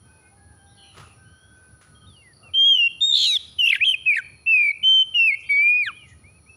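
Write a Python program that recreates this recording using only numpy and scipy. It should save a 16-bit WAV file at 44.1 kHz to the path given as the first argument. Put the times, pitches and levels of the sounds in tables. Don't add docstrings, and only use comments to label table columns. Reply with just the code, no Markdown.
import sys
import numpy as np
from scipy import signal
from scipy.fft import rfft, irfft, next_fast_len
from scipy.io import wavfile
from scipy.ndimage import uniform_filter1d, map_coordinates

SR = 44100
rng = np.random.default_rng(int(sys.argv[2]) if len(sys.argv) > 2 else 0)


def generate_wav(signal):
    frames = np.transpose(np.atleast_2d(signal))
    scaled = np.clip(frames, -1, 1) * 32767
    pcm = np.round(scaled).astype(np.int16)
    wavfile.write(sys.argv[1], SR, pcm)


def volts(x):
    e = np.asarray(x, float) / 20
    return 10 ** e


N = 289296
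TIME = np.arange(N) / SR

# time in seconds, level in dB.
TRAFFIC = [(0, -56.5), (.95, -53.5), (1.4, -55.5), (1.9, -55), (2.95, -55), (3.45, -53.5), (4, -59),
           (4.35, -54), (5.4, -58.5), (5.95, -54.5), (6.25, -53), (6.56, -57)]
# frequency in Hz, density in dB per Hz.
RUMBLE = [(15, -45), (25, -14.5), (43, -26), (73, 6), (113, 2.5), (257, -11), (318, -17.5), (441, -30.5),
          (500, -31.5), (650, -46.5), (1100, -120)]
# frequency in Hz, density in dB per Hz.
AIR = [(180, -35.5), (300, 2.5), (1360, -9.5), (1500, -7.5), (1660, -13), (3990, -18.5), (4410, -14.5),
       (7300, -25), (8200, -31), (9940, 2.5), (11500, -35), (13000, -33), (14500, -27), (15800, -28)]
# centre in Hz, width in Hz, level in dB, unsteadiness in dB.
DRONES = [
    (1256, 30, -75, 4.5),
    (4300, 110, -76.5, 3.5),
    (5700, 200, -76.5, 4.5),
    (9910, 440, -65.5, 2),
]
# peak in seconds, level in dB, rise in seconds, t60 in
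# seconds.
PUFFS = [
    (0.985, -46, 0.06, 0.5),
    (1.814, -56.5, 0.0044, 0.46),
    (2.461, -54, 0.11, 0.27),
    (6.09, -61, 0.034, 0.32),
    (5.41, -63, .06, .3),
    (3.39, -52, .02, .55),
]
# frequency in Hz, density in dB per Hz.
PUFF_COLOURS = [
    [(120, -39), (372, -0.5), (908, -7.5), (1250, 3.5), (1590, -8.5), (2810, -9), (7600, -18), (8500, -32),
     (15000, -36)],
    [(590, -48), (1000, -18), (1380, -8.5), (2500, -16.5), (7500, -24), (9000, -36), (15000, -42)],
    [(180, -41), (300, -13.5), (700, -2), (1020, -16), (1270, 2), (1800, -31), (2340, -57), (3960, -120)],
    [(1760, -30), (3000, 0), (4810, -9.5), (6930, 5), (8000, -17.5), (10400, -45.5), (17600, -120)],
    [(3000, -30), (4600, -6), (5500, 0), (7400, -6), (8200, -30), (12000, -60)],
    [(1000, -30), (1700, -4), (5000, 0), (7500, -6), (9000, -20), (13000, -40)],
]
# time in seconds, level in dB.
TICKS = [
    (.95, -62),
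    (.969, -57),
    (.981, -52),
    (.998, -54),
    (1.006, -56),
    (1.012, -58),
    (1.813, -62),
]
# frequency in Hz, t60 in seconds.
WALLS = [(1000, 0.086), (2200, .55), (3000, 0.64), (4500, .55), (7000, .45), (12000, .3)]
# start in seconds, end in seconds, first Hz, last Hz, level in dB.
NEIGHBOUR = [(1.945, 2.0, 3220, 3250, -56), (2.065, 2.1, 3720, 3650, -52), (2.09, 2.17, 3700, 2950, -52),
             (2.155, 2.235, 2950, 2700, -52), (2.21, 2.34, 2250, 1750, -56),
             (2.425, 2.492, 2800, 2680, -50), (2.645, 2.7, 2550, 2300, -41), (2.69, 2.72, 2330, 1950, -43),
             (5.515, 5.56, 3500, 3530, -39), (5.55, 5.61, 3550, 2980, -38), (5.6, 5.66, 3000, 2880, -38),
             (5.65, 5.72, 2950, 3000, -41), (6.235, 6.275, 2080, 2350, -52), (6.265, 6.31, 2310, 2490, -53),
             (6.3, 6.39, 2460, 2590, -57), (6.458, 6.495, 2150, 2620, -59), (6.485, 6.56, 2620, 2620, -53)]
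# start in seconds, end in seconds, first Hz, last Hz, level in dB.
HAZY = [(2.0, 2.062, 3170, 3120, -57), (2.055, 2.072, 3000, 3700, -57), (2.485, 2.51, 2600, 2250, -57),
        (5.91, 5.955, 2950, 2980, -53), (5.945, 5.985, 3050, 3350, -55), (5.98, 6.06, 3120, 2680, -52),
        (6.01, 6.08, 2450, 2050, -55), (6.07, 6.15, 2050, 1830, -56), (6.38, 6.4, 2550, 2250, -62),
        (5.46, 5.5, 4550, 4650, -56), (5.42, 5.53, 3150, 3150, -50), (1.23, 1.46, 2950, 3280, -65),
        (1.38, 1.58, 3230, 3400, -66), (4.2, 4.46, 4420, 4250, -60)]
# start in seconds, end in seconds, first Hz, last Hz, level in dB.
CROWS = [(0, .33, 1510, 1540, -63), (.35, .6, 1680, 1660, -65), (.45, .95, 1570, 1600, -65),
         (1.13, 1.76, 1545, 1520, -56), (1.66, 2.14, 1515, 1475, -63), (.03, .3, 890, 860, -69),
         (.28, .62, 800, 825, -66), (.55, 1.0, 800, 790, -65), (.98, 1.3, 795, 785, -72),
         (.68, .95, 2010, 2020, -75), (.03, .32, 2520, 2500, -70), (.2, .33, 2150, 2170, -70),
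         (.55, .76, 3150, 3170, -72), (0, .08, 3150, 3140, -69), (1.05, 1.3, 2400, 2400, -74),
         (1.54, 1.7, 2500, 2480, -75), (.97, 1.0, 1650, 1600, -58)]
# start in seconds, end in seconds, first Hz, last Hz, level in dB.
CHIRPS = [(.66, .72, 3600, 3700, -68), (.69, .76, 3950, 3600, -65), (.76, .96, 3100, 2950, -55),
          (.76, .86, 3450, 3200, -63), (.74, .95, 4400, 4000, -63), (.66, .75, 5880, 5300, -70),
          (.83, .91, 5800, 5950, -69), (1.12, 1.22, 5700, 5500, -72), (1.56, 1.61, 6370, 5900, -75),
          (.945, 1.06, 1270, 1260, -53.5), (1.02, 1.16, 2800, 2600, -63), (.83, .9, 2500, 2600, -64),
          (5.43, 5.52, 3400, 3900, -61), (3.46, 3.55, 5000, 4900, -60)]
# starts in seconds, then levels in dB.
CHATTER_S = [2.098, 2.13, 2.163, 2.195, 2.215, 2.332, 2.366, 2.4, 2.428]
CHATTER_DB = [-61, -57.5, -56.5, -64, -66, -56.5, -56, -59, -65.5]

# time in seconds, pitch in Hz, level in dB.
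OPENING = [
    [(2.548, 3128, -19), (2.585, 3187, -15.5), (2.64, 3203, -14.5), (2.665, 3301, -13.5),
     (2.73, 3179, -12.5), (2.79, 2892, -17), (2.82, 2780, -15.5), (2.874, 2750, -17)],
    [(3.018, 3650, -17), (3.055, 3700, -15), (3.068, 3720, -19), (3.088, 3730, -18.5), (3.14, 3480, -10),
     (3.158, 3440, -10)],
    [(3.18, 3300, -21), (3.225, 3260, -18.5), (3.258, 3080, -19), (3.27, 2830, -29), (3.3, 2600, -33),
     (3.342, 2250, -37), (3.353, 2120, -48), (3.363, 2050, -54), (3.37, 1900, -48)],
]
WARBLES = [
    [(3.595, 3070, -16.5), (3.62, 2816, -18.5), (3.645, 2780, -13.5), (3.708, 2556, -16),
     (3.738, 1980, -15), (3.762, 1520, -27), (3.769, 1700, -34)],
    [(3.806, 1838, -33), (3.812, 2323, -19.5), (3.832, 2563, -12), (3.843, 2635, -15.5), (3.85, 2960, -14),
     (3.87, 3180, -15.5), (3.895, 3028, -14), (3.922, 3080, -17.5), (3.947, 2478, -16.5)],
    [(4.067, 2599, -18), (4.09, 2513, -14.5), (4.135, 2218, -17), (4.172, 1818, -20), (4.187, 1631, -21.5),
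     (4.2, 1468, -31)],
]
CLOSING = [
    [(4.473, 2680, -18.5), (4.515, 2666, -14.5), (4.55, 2530, -14.5), (4.6, 2372, -18), (4.68, 2233, -21),
     (4.71, 2235, -16.5)],
    [(4.84, 3062, -18), (4.88, 3098, -12), (4.95, 3112, -12.5), (5.0, 3088, -13), (5.027, 3066, -15)],
    [(5.152, 2908, -18.5), (5.2, 2729, -15), (5.265, 2650, -15.5), (5.29, 2466, -15), (5.315, 2143, -21.5),
     (5.346, 2201, -18)],
    [(5.502, 2285, -18), (5.545, 2237, -18.5), (5.6, 2302, -16), (5.67, 2409, -15.5), (5.78, 2484, -18.5),
     (5.82, 2414, -20.5), (5.848, 2114, -13), (5.875, 1676, -22), (5.908, 1098, -39)],
]
# 2nd, 3rd, 4th, 5th, 6th harmonic in dB under the note.
OVERTONES = [
    (-35.5, -54.5, -35, -67, -70),
    (-20, -45.5, -36.5, -51, -58),
    (-15, -42.5, -33, -49.5, -60),
    (-30.5, -42.5, -26, -40.5, -52),
    (-40, -37.5, -33.5, -49, -60),
    (-47.5, -56.5, -43, -43, -58),
    (-40, -60, -39.5, -43, -55.5),
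    (-37.5, -66.5, -41, -58.5, -70),
    (-37, -53, -35, -33, -57.5),
    (-36.5, -60, -42, -48.5, -44),
]
# time in seconds, pitch in Hz, level in dB, trill depth in Hz.
UPPER = [(3.161, 3900, -32, 450), (3.171, 3900, -14, 450), (3.179, 3930, -21, 420), (3.2, 3960, -21, 380),
         (3.26, 3980, -20, 320), (3.295, 3920, -18, 60), (3.349, 3760, -21, 30), (3.356, 3550, -17, 20),
         (3.363, 3480, -21, 20), (3.369, 3330, -14, 20), (3.376, 3100, -36, 0)]
TRILL_S = [3.092, 3.164, 3.38]
# times upper pitch, times lower pitch, level in dB.
MIXES = [(1, -1, -28), (-1, 2, -42), (2, -1, -25), (1, 1, -10), (2, 0, -25), (1, 2, -21), (2, 1, -21),
         (3, 0, -25), (2, 2, -28), (3, 1, -34)]
# start in seconds, end in seconds, first Hz, last Hz, level in dB.
UNDERTONES = [
    (3.718, 3.73, 2250, 2550, -20),
    (3.743, 3.756, 2150, 1750, -27.5),
    (3.686, 3.698, 2700, 2900, -27.5),
]
# start in seconds, end in seconds, first Hz, last Hz, level in dB.
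SLIP = (4.706, 4.722, 4400, 4000, -47)
# start in seconds, end in seconds, first Hz, last Hz, level in dB.
HELD = (3.1, 3.262, 7480, 7350, -48)
# time in seconds, jump in Hz, level change in dB.
LEAPS = [(3.612, 89.5, 4), (3.657, 227.6, -6.5), (3.67, 430.5, -5), (3.693, 743.5, -4.5),
         (3.719, 1796, -24), (3.7495, 1750, -9), (3.846, 446, -7.5), (3.853, 395.5, -8.5),
         (3.868, 120.4, -1), (3.882, 119.7, 0), (3.898, 119.7, -0.5), (3.918, 120, -1),
         (3.937, 151.5, -12.5), (4.141, 525, -4.5), (4.158, 633.5, 1), (4.18, 568, -0.5), (4.566, 90, 0),
         (4.583, 90.3, 1.5), (4.598, 90, 0)]
# time in seconds, width in ms, level change in dB.
CATCHES = [(2.568, 4, -2), (2.739, 4.4, -6), (2.76, 1.7, -19.5), (2.769, 1.7, -17), (2.781, 2.2, -13),
           (3.062, 2.5, -6), (3.1, 4, 2.5), (3.108, 1.8, -7), (3.121, 1.6, -9), (3.584, 2, -12),
           (3.618, 2, -2), (3.651, 2.5, -2), (3.678, 3, 2), (3.714, 2, -6), (3.721, 2, -6),
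           (4.105, 4, -1.5), (4.13, 4, -3), (4.144, 1.8, 3), (4.187, 2, 3), (4.49, 10, 1), (4.09, 12, 1),
           (4.6, 5, 2), (5.318, 4, -4), (3.6, 1.8, -3.5), (3.667, 1.2, -21), (3.687, 2.3, -8),
           (3.699, 1.4, -11), (3.707, 2.8, 5), (3.731, 2, 5.5), (3.741, 3.6, -10.5), (3.755, 1.4, 13),
           (3.835, 1.1, -3.5), (3.862, 2, -9.5), (3.886, 3.1, -1.5), (3.907, 2.3, -12), (3.928, 3.3, -12),
           (4.056, 2.5, -10.5), (4.122, 2, -2), (4.1405, 1.2, -6), (4.151, 3.2, -18), (4.1646, 1.5, -17),
           (4.1775, 1, -10), (4.1818, 0.75, -5.5), (4.702, 2.4, -16.5), (5.331, 3.2, 1), (5.338, 2.9, -10),
           (5.852, 11.2, -21.5)]
# start in seconds, end in seconds, noise share in dB.
RASP = [(3.13, 3.28, -18), (3.25, 3.385, -24), (3.64, 3.7, -27), (3.68, 3.785, -21), (3.83, 3.875, -18),
        (3.86, 3.96, -26), (4.095, 4.21, -25), (2.74, 2.8, -32), (4.55, 4.725, -37), (5.29, 5.36, -37),
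        (5.82, 5.92, -32)]
# time in seconds, spread in seconds, change in dB.
VEILS = [(3.155, .02, -9), (3.74, .022, -12), (3.08, .02, 5), (3.657, .004, 8), (3.67, .004, 8),
         (3.694, .005, 10), (3.72, .005, 10), (3.75, .008, -5), (4.71, .008, -9), (3.68, .006, -6),
         (3.82, .018, -13), (3.885, .035, 5), (2.55, .03, -5), (3.015, .012, -8), (3.6, .01, -5),
         (5.2, .04, 4), (5.69, .05, -7), (4.485, .02, -6), (5.325, .015, -4), (4.69, .008, -2),
         (4.141, .005, 7), (4.159, .005, 6), (4.18, .004, 4), (4.192, .008, -6), (3.848, .006, 6),
         (5.87, .02, -3)]
# frequency in Hz, gain in dB.
TRACT = [(600, -32), (1000, -13), (1600, -1), (2500, 4), (3500, 6.5), (5000, 0.5), (7500, -1), (8400, -4.5),
         (9200, 6), (10500, -5), (12800, -19), (13600, -11), (14600, -20), (16000, -20)]
# start in seconds, end in seconds, level in dB.
TURBULENCE = [
    (3.13, 3.27, -40),
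    (3.69, 3.78, -46),
    (4.555, 4.68, -63),
    (4.61, 4.725, -62),
    (3.23, 3.385, -44),
]
# frequency in Hz, density in dB per Hz.
TURBULENCE_COLOURS = [
    [(1200, -31), (1800, -15), (3500, 1.5), (5500, -4.5), (8000, -11), (12000, -12.5), (13900, -38),
     (15000, -19)],
    [(1200, -29.5), (2500, 0.5), (5000, -7), (7500, -26), (9300, 2.5), (11000, -14.5), (12800, -8.5),
     (15000, -24)],
    [(1200, -24), (1800, -4), (2800, -6), (3400, 2.5), (4100, -2), (4700, -26), (9000, -22.5), (11000, -39)],
    [(1200, -32.5), (1800, -12), (3500, -2.5), (5000, 1), (8000, -2.5), (12300, -5), (13800, -36),
     (15000, -17)],
]


def along(points, hz):
    f, value = np.transpose(points)
    return np.interp(np.log(hz + 1), np.log(f + 1), value)


def wobble(rate):
    return map_coordinates(rng.standard_normal(int(N * rate / SR) + 4), [TIME * rate])


def coloured(x, gain):
    m = next_fast_len(N)
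    return irfft(rfft(x, m) * gain(np.fft.rfftfreq(m, 1 / SR)), m)[:N]


def noise(gain):
    x = coloured(rng.standard_normal(N), gain)
    return x / np.sqrt(np.mean(x ** 2) + 1e-20)


def track(rows):
    s, *cols = np.transpose(rows)
    span = slice(round(s[0] * SR), min(N, round(s[-1] * SR)))
    return span, [np.interp(TIME[span], s, c) for c in cols]


def bump(time, centre, width):
    return np.exp(-.5 * ((time - centre) / width) ** 2)


def whistle(hz, db):
    index = np.arange(len(hz))
    ends = np.clip(np.minimum(index, index[::-1]) / (.003 * SR), 0, 1)
    fade = np.sin(ends * np.pi / 2) ** 2
    return np.sqrt(2) * volts(db) * fade * np.exp(2j * np.pi * np.cumsum(hz) / SR)


def garden():
    rumble_db, = track(TRAFFIC)[1]
    out = volts(rumble_db + 3.2 * wobble(12)) * noise(lambda hz: volts(along(RUMBLE, hz)))
    out += volts(-61.5 + 0.93 * wobble(11.0)) * noise(lambda hz: volts(along(AIR, hz)))
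    buzz = 1 + 0.11 * np.sin(2 * np.pi * 130 * TIME) + 0.092 * np.sin(2 * np.pi * 260 * TIME)
    for centre_hz, width_hz, db, unsteady_db in DRONES:
        drone = noise(lambda hz: bump(hz, centre_hz, width_hz))
        out += volts(db + unsteady_db * wobble(4.3)) * buzz * drone
    return out


def rustles():
    out = np.zeros(N)
    for (s, db, rise, t60), colour in zip(PUFFS, PUFF_COLOURS):
        fall_db = np.where(TIME < s, -20 * (s - TIME) / rise, -60 * (TIME - s) / t60)
        out += volts(db + fall_db + 1.43 * wobble(120)) * noise(lambda hz: volts(along(colour, hz)))
    age = TIME[:SR // 20]
    poles = [np.exp(-2 * np.pi * hz / SR) for hz in (250, 1300, 3500)]
    for s, db in TICKS:
        knock = signal.lfilter([1, -1], np.poly(poles), rng.standard_normal(len(age)))
        out[round(s * SR):][:len(age)] += volts(db - 60 * age / .03) * knock
    return out


def echo(x):
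    hz, t, z = signal.stft(rng.standard_normal(SR), SR, nperseg=256)
    dying = z * volts(-60 * t / along(WALLS, hz)[:, None])
    tail = signal.istft(dying, SR, nperseg=256)[1]
    return signal.fftconvolve(np.pad(x, (500, 0)), tail / np.linalg.norm(tail))[:N]


def far_birds():
    calls, wet = np.zeros(N), np.zeros(N)
    blur, flutter = wobble(450), wobble(40)
    chips = [(s, s + 0.0099, 4830, 4290, db) for s, db in zip(CHATTER_S, CHATTER_DB)]
    groups = ((10, -19, NEIGHBOUR), (24, -5, CROWS), (130, -7, CHIRPS), (55, -12, HAZY), (40, -3, chips))
    for blur_hz, wet_db, rows in groups:
        for start, end, first_hz, last_hz, db in rows:
            span, (hz, level_db) = track([(start, first_hz, db), (end, last_hz, db - 2)])
            blurred_hz = hz + blur_hz * blur[span] + 9 * flutter[::-1][span]
            call = whistle(blurred_hz, level_db + 2.5 * flutter[span]).real
            call *= signal.windows.tukey(len(hz), .4)
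            calls[span] += call
            wet[span] += volts(wet_db) * call
    return calls + echo(wet)


def turbulence():
    out = np.zeros(N)
    for (start, end, db), colour in zip(TURBULENCE, TURBULENCE_COLOURS[:3] + TURBULENCE_COLOURS[2:]):
        gate = np.clip(np.minimum(TIME - start, 2 * (end - TIME)) / .05, 0, 1)
        hiss = noise(lambda hz: volts(along(colour, hz)) * (hz > 900))
        out += gate * volts(db + 2.5 * wobble(90)) * hiss
    return out


def flicks():
    leaps = [(s, hz, .002 + 0.0016 * hz / 1000, db) for s, hz, db in LEAPS]
    catches = [(s, 0, ms / 1000, db) for s, ms, db in CATCHES]
    crests = np.linspace(*TRILL_S[:2], 6)
    strength = bump(crests, 3.14, .03)
    growth = np.minimum(np.arange(6) / 4, 1) ** 2
    breaks = [(s, 850 * g, .003, -14 * k) for s, g, k in zip(crests, growth, strength)]
    flutter = [(4.614 + .019 * k, 105, .004, 3.2) for k in range(5)]
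    return leaps + catches + breaks + flutter


def muscles():
    jump, dip_db, notch_db = 6 * wobble(120), .3 * wobble(70), np.zeros(N)
    for s, hz, width, db in flicks():
        near = slice(round((s - .06) * SR), round((s + .06) * SR))
        shape = bump(TIME[near], s, width)
        jump[near] += hz * shape
        dip_db[near] += db * shape
        if abs(hz) < 85:
            notch_db[near] += db * shape
    return jump, dip_db, notch_db


def opened(rows):
    (s, hz, db), (end, last_hz, last_db) = rows[0], rows[-1]
    return [(s - .013, .97 * hz, db - 15.5), *rows, (end + .009, last_hz, last_db - 17.5)]


def singer():
    jump, dip_db, notch_db = muscles()
    rasp = np.zeros(N)
    for start, end, db in RASP:
        rasp += volts(db) * np.clip(np.minimum(TIME - start, 3 * (end - TIME)) / .04, 0, 1)
    grit = wobble(1400) + 1j * wobble(1400)
    shake = 1 + rasp * grit
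    smear = np.exp(6j * rasp * wobble(1500))
    patchy_db = 2.2 * wobble(30)
    coarse = TIME[::20]
    veil_db = sum(db * bump(coarse, s, spread) for s, spread, db in VEILS)
    veil_db = np.interp(TIME, coarse, veil_db)

    trill = np.cos(2 * np.pi * (np.interp(TIME, TRILL_S, [0, 5, 21]) + .04 * wobble(45)))
    upper, swing = np.zeros(N, complex), np.zeros(N)
    duet, (hz, db, depth) = track(UPPER)
    upper[duet] = whistle(hz + depth * trill[duet], db)
    swing[duet] = depth * trill[duet]
    pure, added = (upper * shake).real, np.zeros(N)
    fading = np.clip((3.262 - TIME[duet]) / 0.013, 0, 1)
    counter = whistle(hz - 150 - swing[duet], db - 6.5)
    pure[duet] += fading * (counter * shake[duet]).real
    for start, end, first_hz, last_hz, db in UNDERTONES + [SLIP, HELD]:
        span, (hz, db) = track([(start, first_hz, db), (end, last_hz, db)])
        pure[span] += (whistle(hz, db) * shake[span]).real

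    for rows, overtones in zip(OPENING + WARBLES + CLOSING, OVERTONES):
        span, (hz, db) = track(opened(rows))
        low_db = db + dip_db[span] + np.minimum(swing[span], 0) / 30
        low = whistle(hz + jump[span] + .55 * swing[span], low_db)
        high = upper[span]
        turn_low, turn_high = np.exp(1j * np.angle(low)), np.exp(1j * np.angle(high))

        slack_db = 42 * np.clip(np.log2(2400 / hz), 0, .7)
        tones = 0
        for k, tone_db in enumerate(overtones):
            tone_db = tone_db + slack_db / (k + 1) + k * patchy_db[span]
            tones = tones + volts(tone_db) * (turn_low * smear[span]) ** (k + 1)
        voiced = low * volts(-notch_db[span] - jump[span] / 200)
        tones = voiced * (abs(voiced) / 0.28) ** 0.096 * tones

        close_db = 12 * np.clip((hz - 2800) / 300, 0, 1)
        mixed = 0
        for a, b, mix_db in MIXES:
            level = volts(mix_db - np.sign(a) * (a + b > 0) * close_db)
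            mixed = mixed + level * turn_high ** a * turn_low ** b * smear[span] ** ((a + b) // 2)
        mixed = np.sqrt(abs(low * high)) * mixed

        chiff = volts(-16) * bump(np.arange(len(hz)), 0, .006 * SR)
        pure[span] += (low * (shake[span] + chiff * grit[span])).real
        added[span] += (volts(veil_db[span]) * tones + mixed).real

    pure[duet] /= (1 + (abs(signal.hilbert(pure[duet])) / .36) ** 4) ** .25
    pure = coloured(pure, lambda hz: 1 / (1 + (950 / (hz + 1)) ** 8))
    added = coloured(added, lambda hz: volts(along(TRACT, hz)))
    pulsing = .35
    return pure + added + turbulence() * (1 + trill * pulsing) / (1 + pulsing)


def scene():
    voice = singer()
    song = voice + volts(-18) * np.roll(voice, round(.0066 * SR))
    level = np.sqrt(abs(uniform_filter1d(song ** 2, size=400)))
    over_db = np.clip(20 * np.log10(level + 1e-9) + 27.5, 0, None)
    lag = np.exp(-1 / (0.012 * SR))
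    gain = volts(-signal.lfilter([1 - lag], [1, -lag], 1.09 * over_db))
    rest = volts(-29.8) * echo(song / gain) + far_birds() + rustles() + garden()
    return (song + gain * rest)[None]


def roll_off(x):
    return signal.sosfilt(signal.butter(12, 15960, fs=SR, output="sos"), x)


def record(dry):
    mix = coloured(dry[0], lambda hz: hz < 15620)[None]
    return roll_off(mix)


dry = scene()
out = record(dry)
generate_wav(out)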